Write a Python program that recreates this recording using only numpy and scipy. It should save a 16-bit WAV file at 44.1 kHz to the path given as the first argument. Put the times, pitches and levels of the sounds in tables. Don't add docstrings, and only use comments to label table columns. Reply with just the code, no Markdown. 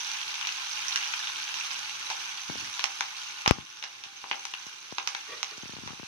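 import sys
import numpy as np
from scipy import signal
from scipy.fft import rfft, irfft
from scipy.io import wavfile

SR = 44100
rng = np.random.default_rng(int(sys.argv[2]) if len(sys.argv) > 2 else 0)


def to_wav(sig):
    pcm = np.clip(np.atleast_2d(sig), -1, 1) * 32767
    pcm = np.round(pcm).astype(np.int16)
    wavfile.write(sys.argv[1], SR, pcm.T)


N = 267687
TIME = np.arange(N) / SR

# t/s, level/dB
FRYING_LEVEL = [(0.0, -37.5), (0.83, -36.5), (1.01, -35.5), (2.87, -40), (3.43, -41.5), (3.57, -46.5),
                (4.09, -48.5), (4.43, -44.5), (4.94, -45.5), (5.19, -42.5), (5.48, -45.5), (6.07, -45.5)]
def sizzle(per_s=2400, cycles=9.3, snap_db=-2.0, bowl_s=0.00193, pitches=90, treble_db=5.0):
    size = gain_of(4.3 * np.minimum(rng.exponential(1, N), 4.2))
    bursts = size * (rng.random(N) < per_s / SR)
    pitch_index = rng.integers(0, pitches, N)
    t, bubbles = np.arange(SR // 40) / SR, np.zeros((2, N))
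    for k, hz in enumerate(np.geomspace(800, 11000, pitches)):
        ring = np.sin(2 * np.pi * hz * t) * np.exp(-t * hz / cycles)
        burst = np.sqrt(hz / 11000) * ring / np.linalg.norm(ring) + gain_of(snap_db) * (t == 0)
        grain = signal.fftconvolve(burst[None], bowl(t, bowl_s, direct=0.33), axes=1)
        bubbles += signal.oaconvolve((bursts * (pitch_index == k))[None], grain, axes=1)[:, :N]
    foam_hiss = rng.standard_normal((2, N))
    flutter = gain_of(0.65 * wander(hz=4.1))
    heard = evened(at_microphones(kitchen((evened(bubbles) + foam_hiss) * flutter, wet_db=-10)))
    treble = signal.sosfiltfilt(signal.butter(1, 4000, "high", fs=SR, output="sos"), heard)
    return (heard + (gain_of(treble_db) - 1) * treble) * gain_of(frying_db(TIME) - 0.5)


# t/s, level/dB, brightness/dB, hollow clack/dB,
# reverberation/dB, left minus right/dB
WATER_DROPS = [(0.2145, -1, 3, 5, -11, -1), (0.3422, -3.5, 8, 4.5, -2, 0), (0.4121, 2, 4, 5, -4, 7),
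               (0.4714, 1.5, 11, 6, -2, -2.5), (0.883, -2, 17.5, -3, -5, -5), (0.9595, 14.5, 0, 1, -6, 1.5),
               (1.028, -1, 2, 2, -12, -3), (1.1368, -2, -3.5, 8, -9, 7), (1.542, 0.5, 9, 6, -15, -7),
               (1.707, -3, -1, 9, -19, -3), (1.792, -2, 12, -7, -18, -4.5), (2.1013, 5, 3.5, -1, -1.5, 2),
               (2.794, 8, -1.5, 1, -6, 4), (2.8411, 16, 1.5, -2, -8, -1.5),
               (3.0081, 14.5, -4, -2, -7.5, -0.5), (3.461, 14, -14, 4.5, -9.5, -0.5),
               (3.4776, 15.5, 5.5, 0.5, -6, 0.5), (3.826, 0.5, 1, 3.5, -5.5, 4),
               (3.839, 4, -5, 1.5, -2, -3.5), (4.038, -4, 2.5, 6, -2.5, 1), (4.2408, 1.5, -34, 0, -5, 0.5),
               (4.3131, 11.5, -20, 8.5, -5, -2), (4.453, 4.5, 9.5, -3.5, -10, 6),
               (4.5377, 3.5, -7, 1, -17, 0), (4.667, -19, 24, 0, 0, 2), (4.9833, 12, -10, -1, -5, -1.5),
               (5.0744, 13, 0.5, -2, -6.5, -3), (5.1496, 9, -5, 2.5, -7.5, 4),
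               (5.43, 11.5, 0.5, 0.5, -9, -3), (5.8756, 0, -6, -2, -2, 0)]
# f/Hz, level/dB, gain per brightness/(dB/dB), gain per clack/(dB/dB)
POP_SPECTRUM = [(110, 5.5, -0.3, 0.5), (300, 8, -0.26, 0), (870, 0.5, -0.22, 0), (1360, -0.5, 0.15, 0),
                (2120, -0.5, 0.12, 0.69), (2750, -3, 0.27, 1), (3500, -3, 0.23, 0.86),
                (5570, -0.5, 0.7041, 0), (9400, -8, 0.83, -0.5), (12500, -6.5, 1, 0.5),
                (15000, -6, 0.5, -0.5)]
def pops(spits_per_s=14, bowl_s=0.0044, wall_db=-12.0, wall_s=0.015):
    t, near, to_room = np.arange(SR // 25) / SR, np.zeros((2, N)), np.zeros((2, N))
    spits = [(s, db + 28.5, 6 - 2 * size, 3, -7, 0) for s, db, size in random_bursts(spits_per_s)]
    for s, db, bright_db, clack_db, room_db, left_db in WATER_DROPS + spits:
        def tone_db(hz):
            base, bright, clack = (read(POP_SPECTRUM, hz, column) for column in (1, 2, 3))
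            return base + bright_db * bright + clack_db * clack
        crack = bowl(t, bowl_s, direct=1.1) / (1 + (t / .003) ** 4)
        slap = gain_of(wall_db) * np.roll(crack, int(wall_s * SR), axis=1)
        pop = gain_of(db) * sides(left_db) * np.array([shaped(x, tone_db) for x in crack + slap])
        add(near, s, pop)
        add(to_room, s, gain_of(room_db) * pop)
    return at_microphones(near + reverberation(to_room))


# t/s, level/dB, starting f/Hz
RINGING_BUBBLES = [(0.101, -29, 3330), (0.426, -29, 2830), (.45, -26, 2770), (0.49, -26.5, 2900),
                   (0.773, -30.5, 2780), (0.908, -30, 2500), (0.9236, -23, 3950), (1.0355, -26.5, 2700),
                   (1.138, -23, 2470), (1.2715, -25, 3500), (1.298, -30, 1620), (1.359, -27, 3320),
                   (1.478, -28.5, 2750), (1.61, -30, 2560), (2.101, -24.5, 865), (2.112, -30.5, 860),
                   (3.46, -17.5, 1130), (4.539, -28.5, 2700)]
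def pings(per_s=45, centre_hz=2900, spread_octaves=0.3, ring_s=.0014, rise_per_s=14, snap=1.64):
    t, out = np.arange(SR // 20) / SR, np.zeros((2, N))
    lesser = [(s, db, centre_hz / 2 ** (spread_octaves * size)) for s, db, size in random_bursts(per_s)]
    for s, db, hz in RINGING_BUBBLES + lesser:
        envelope = np.exp(-t / ring_s) + snap * np.exp(-t * hz)
        ring = np.sin(2 * np.pi * hz * t * (1 + rise_per_s * t)) * envelope
        ping = signal.fftconvolve(ring[None], bowl(t, decay_s=.0014, direct=.55), axes=1)
        add(out, s, gain_of(db + 3.5) * ping)
    return at_microphones(kitchen(out, wet_db=-5.5))


def frying_db(s):
    return np.interp(s, *np.transpose(FRYING_LEVEL))


def random_bursts(peak_per_s, count=400):
    when, luck = rng.random((count, 2)).T
    scatter_db, size = rng.standard_normal((count, 2)).T
    s = when * N / SR
    relative_power = gain_of(frying_db(s) - frying_db(TIME).max()) ** 2
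    happens = luck < relative_power * peak_per_s * N / SR / count
    return np.transpose([s, frying_db(s) + scatter_db, size])[happens]


def bowl(t, decay_s, direct, left_lag_samples=12):
    fade = np.exp(-t / decay_s)
    response = rng.standard_normal((2, len(t))) * fade
    for _ in range(8):
        spectrum = rfft(response)
        response = irfft(spectrum / (abs(spectrum) + 1e-12), len(t)) * fade ** .25
    response /= np.linalg.norm(response, axis=1, keepdims=True)
    response[:, 0] -= direct
    response[0] = np.roll(response[0], left_lag_samples)
    return response / np.linalg.norm(response, axis=1, keepdims=True)


# f/Hz, bandwidth/Hz, level/dB
STEEL_MODES = [(801, 9.6, -6.5), (1060, 8.4, -5), (1220, 29, -10), (2185, 37, -2.5), (2405, 80, -5),
               (2844, 47, -11)]
# f/Hz, left level/dB, right level/dB
PAN_RESPONSE = [(96, -34, -33.5), (354, -33.5, -28), (740, -18, -17.5), (777, -3.5, -8), (1540, 0, -5.5),
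                (1870, -7, -6), (2700, -0.94, 0.5), (4180, -5, -2.5), (5050, -15, -3.5), (6280, -4.5, 0.5),
                (6420, -14, -8), (7510, -20, -20.5), (10730, -23, -24), (15500, -37.5, -31)]
def at_microphones(x):
    ring = sum(gain_of(db) * signal.lfilter(*signal.iirpeak(hz, hz / width, SR), x)
               for hz, width, db in STEEL_MODES)
    return np.array([shaped(x[k] + ring[k], lambda hz: read(PAN_RESPONSE, hz, k + 1)) for k in range(2)])


# t/s, level/dB, decay time/ms, left minus right/dB
KNOCK_PULSES = [(3.4773, -9, 1.0, -18), (3.5102, 2.5, 1.0, 68)]
def knock(case_hz=2390, case_decay_s=0.00082, case_db=-7.5, case_lead_s=.0002, flip_s=.01):
    t, out = np.arange(SR // 200) / SR, np.zeros((2, N))
    crack = -gain_of(case_db) * np.sin(2 * np.pi * case_hz * t) * np.exp(-t / case_decay_s)
    for s, db, ms, left_db in KNOCK_PULSES:
        gain = gain_of(db) * sides(left_db)
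        add(out, s - flip_s, gain * thump(ms, flip_s))
        add(out, s - case_lead_s, gain * crack)
    return out


def thump(decay_ms, flip_s, dip_ratio=0.059, edge_hz=3100, bass_hz=63.5):
    t_ms = (np.arange(SR // 16) / SR - flip_s) * 1000
    dip = -np.exp(-abs(t_ms) / (decay_ms * dip_ratio))
    push = np.where(t_ms < 0, dip, np.exp(-abs(t_ms) / decay_ms))
    for order, hz, kind in [(1, edge_hz, "low"), (1, 3 * edge_hz, "low"),
                            (2, bass_hz, "high"), (1, bass_hz / 2, "high")]:
        push = signal.lfilter(*signal.butter(order, hz, kind, fs=SR), push)
    return push / abs(push).max()


# t/s, level/dB, duration/ms
FINGER_SLIPS = [(2.4986, -23, 4.5), (2.52, -38, 4), (2.5555, -31, 3.1), (2.574, -43, 9), (2.624, -42, 10.5),
                (3.5844, -28.5, 5.2), (4.062, -49, 5.2), (4.125, -52, 5), (4.666, -39, 4.1),
                (4.924, -28.5, 3.5), (5.579, -37, 4.2), (5.6332, -31.5, 5.4), (5.6562, -34.5, 4.8),
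                (5.6943, -33, 5.1), (5.735, -33, 4.6), (5.7665, -33, 4.7), (5.786, -33.5, 4.8),
                (5.8353, -33.5, 5.6), (5.86, -34.5, 12), (5.878, -36, 4.2), (5.904, -34, 5.5),
                (5.9327, -34, 4.8), (5.997, -32, 4.6), (6.031, -32, 4.9)]
def bumps(start_rate=3.31, end_rate=0.42, fall=0.33, tick_db=-1.0, tick_ms=0.16, bass_hz=85):
    t_ms, out = np.arange(SR // 30) / SR * 1000, np.zeros((2, N))
    tick_age = (t_ms - 1.2) / tick_ms
    tick = gain_of(tick_db) * tick_age * np.exp((1 - tick_age ** 2) / 2)
    for s, db, ms in FINGER_SLIPS:
        age = t_ms / ms
        turns = end_rate * age + (start_rate - end_rate) * fall * (1 - np.exp(-age / fall))
        swing = np.sin(2 * np.pi * turns) / (1 + age ** 4)
        blip = signal.lfilter(*signal.butter(3, bass_hz, "high", fs=SR), swing + tick)
        add(out, s, gain_of(db) * sides(left_db=30) * blip)
    return out


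# t/s, duration/s, level/dB
GRIP_SHIFTS = [(2.491, 0.055, -40.5), (2.548, 0.18, -46.5), (3.505, 0.15, -45)]
def rubbing(band_hz=(80, 330), attack_s=0.0034, fade_db=-12.5, drag_s=(5.62, 6.05), drag_db=-52):
    out, left = np.zeros((2, N)), sides(left_db=30)
    friction = evened(signal.lfilter(*signal.butter(3, band_hz, "band", fs=SR), rng.standard_normal(N)))
    for s, length, db in GRIP_SHIFTS:
        stroke = friction[int(s * SR):][:int(length * SR)]
        t = np.arange(len(stroke)) / SR
        envelope = np.minimum(t / attack_s, 1) * gain_of(db + fade_db * t / length)
        add(out, s, left * stroke * envelope)
    drag = friction[int(drag_s[0] * SR):int(drag_s[1] * SR)]
    add(out, drag_s[0], gain_of(drag_db) * left * drag * np.hanning(len(drag)))
    return out


# t/s, duration/s, level/dB, relative level of the upper modes/dB
SCRAPE_STROKES = [(5.268, 0.067, -43, -8), (5.31, 0.045, -46.5, 0.5), (5.325, 0.082, -54, -4.5),
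                  (5.507, 0.034, -46, -6)]
# f/Hz, bandwidth/Hz, level/dB
SCRAPE_RESONANCES = [(340, 60, -18), (458, 30, -3), (632, 40, -12), (1140, 50, -2), (1858, 35, -0.5),
                     (1995, 50, -7), (2400, 200, -4), (3400, 310, -5)]
def scrapes():
    out = np.zeros((2, N))
    for s, length, db, upper_db in SCRAPE_STROKES:
        size = int(length * SR)
        for k, (hz, width, mode_db) in enumerate(SCRAPE_RESONANCES):
            waver = np.sqrt(2 * np.pi * width / SR) * rng.standard_normal(SR // 2)[:size]
            ring = evened(np.sin(np.cumsum(2 * np.pi * hz / SR + waver)))
            gain = gain_of(db + mode_db + upper_db * (k > 0))
            add(out, s, gain * sides(0) * ring * np.hanning(size))
    return kitchen(out, wet_db=-5.5)


# f/Hz, reverberation time T60/s
REVERBERATION_TIMES = [(150, 0.088), (500, 0.43), (1300, 0.22), (3500, 0.18), (6500, 0.17), (10000, 0.057)]
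def reverberation(x, onset_s=0.00058):
    hz, t, spectra = signal.stft(rng.standard_normal((2, SR // 2)), SR, nperseg=256)
    decay = gain_of(-60 * t / read(REVERBERATION_TIMES, hz)[:, None])
    tail = signal.istft(spectra * decay, SR)[1]
    tail *= 1 - np.exp(-(np.arange(tail.shape[1]) / SR / onset_s) ** 2)
    return signal.fftconvolve(x, tail / np.linalg.norm(tail[0]), axes=1)[:, :N]


def kitchen(x, wet_db):
    return x + gain_of(wet_db) * reverberation(x)


# f/Hz, relative spectral level/dB
RUSH_SPECTRUM = [(20, -28), (60, -16), (130, -1.5), (230, -11.5), (330, 0.5), (450, -7), (600, -6.5),
                 (2000, -33), (15000, -29)]
def room_rush(level_db=-68.5, swell_db=1.3, follows=.45):
    noise = rng.standard_normal(N) + 0.35 * rng.standard_normal((2, N))
    rush = np.array([shaped(x, lambda hz: read(RUSH_SPECTRUM, hz)) for x in noise])
    trend_db = follows * (frying_db(TIME) - frying_db(TIME).mean())
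    return gain_of(level_db + swell_db * wander(hz=5.6) + trend_db) * evened(rush)


def gain_of(db):
    return 10 ** (np.asarray(db) / 20)


def evened(x):
    return x / np.sqrt(np.mean(x ** 2) + 1e-20)


def read(points, hz, column=1):
    table = np.transpose(points)
    return np.interp(np.log(hz + 1), np.log(table[0] + 1), table[column])


def shaped(x, db_at):
    hz = abs(np.fft.fftfreq(2048, 1 / SR))
    log_gain = np.log(gain_of(np.maximum(db_at(hz), -100)))
    taps = np.fft.ifft(np.exp(np.conj(signal.hilbert(log_gain)))).real
    return signal.oaconvolve(x, taps[:len(taps) // 2])[:len(x)]


def wander(hz):
    rolloff = 1 + (np.fft.rfftfreq(N, 1 / SR) / hz) ** 4
    return evened(irfft(rfft(rng.standard_normal(N)) / rolloff, N))


def sides(left_db):
    return gain_of(np.minimum([[left_db], [-left_db]], 0))


def add(mix, s, sound):
    part = mix[:, round(s * SR):][:, :sound.shape[1]]
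    part += sound[:, :part.shape[1]]


def scene():
    return sizzle() + pops() + pings() + scrapes() + knock() + bumps() + rubbing() + room_rush()


def record(dry, ceiling=.95, edge_hz=15600):
    lowpass = signal.firwin(255, edge_hz, window=("kaiser", 9), fs=SR)
    return signal.oaconvolve(np.clip(dry, -ceiling, ceiling), lowpass[None], "same")


dry = scene()
out = record(dry)
to_wav(out)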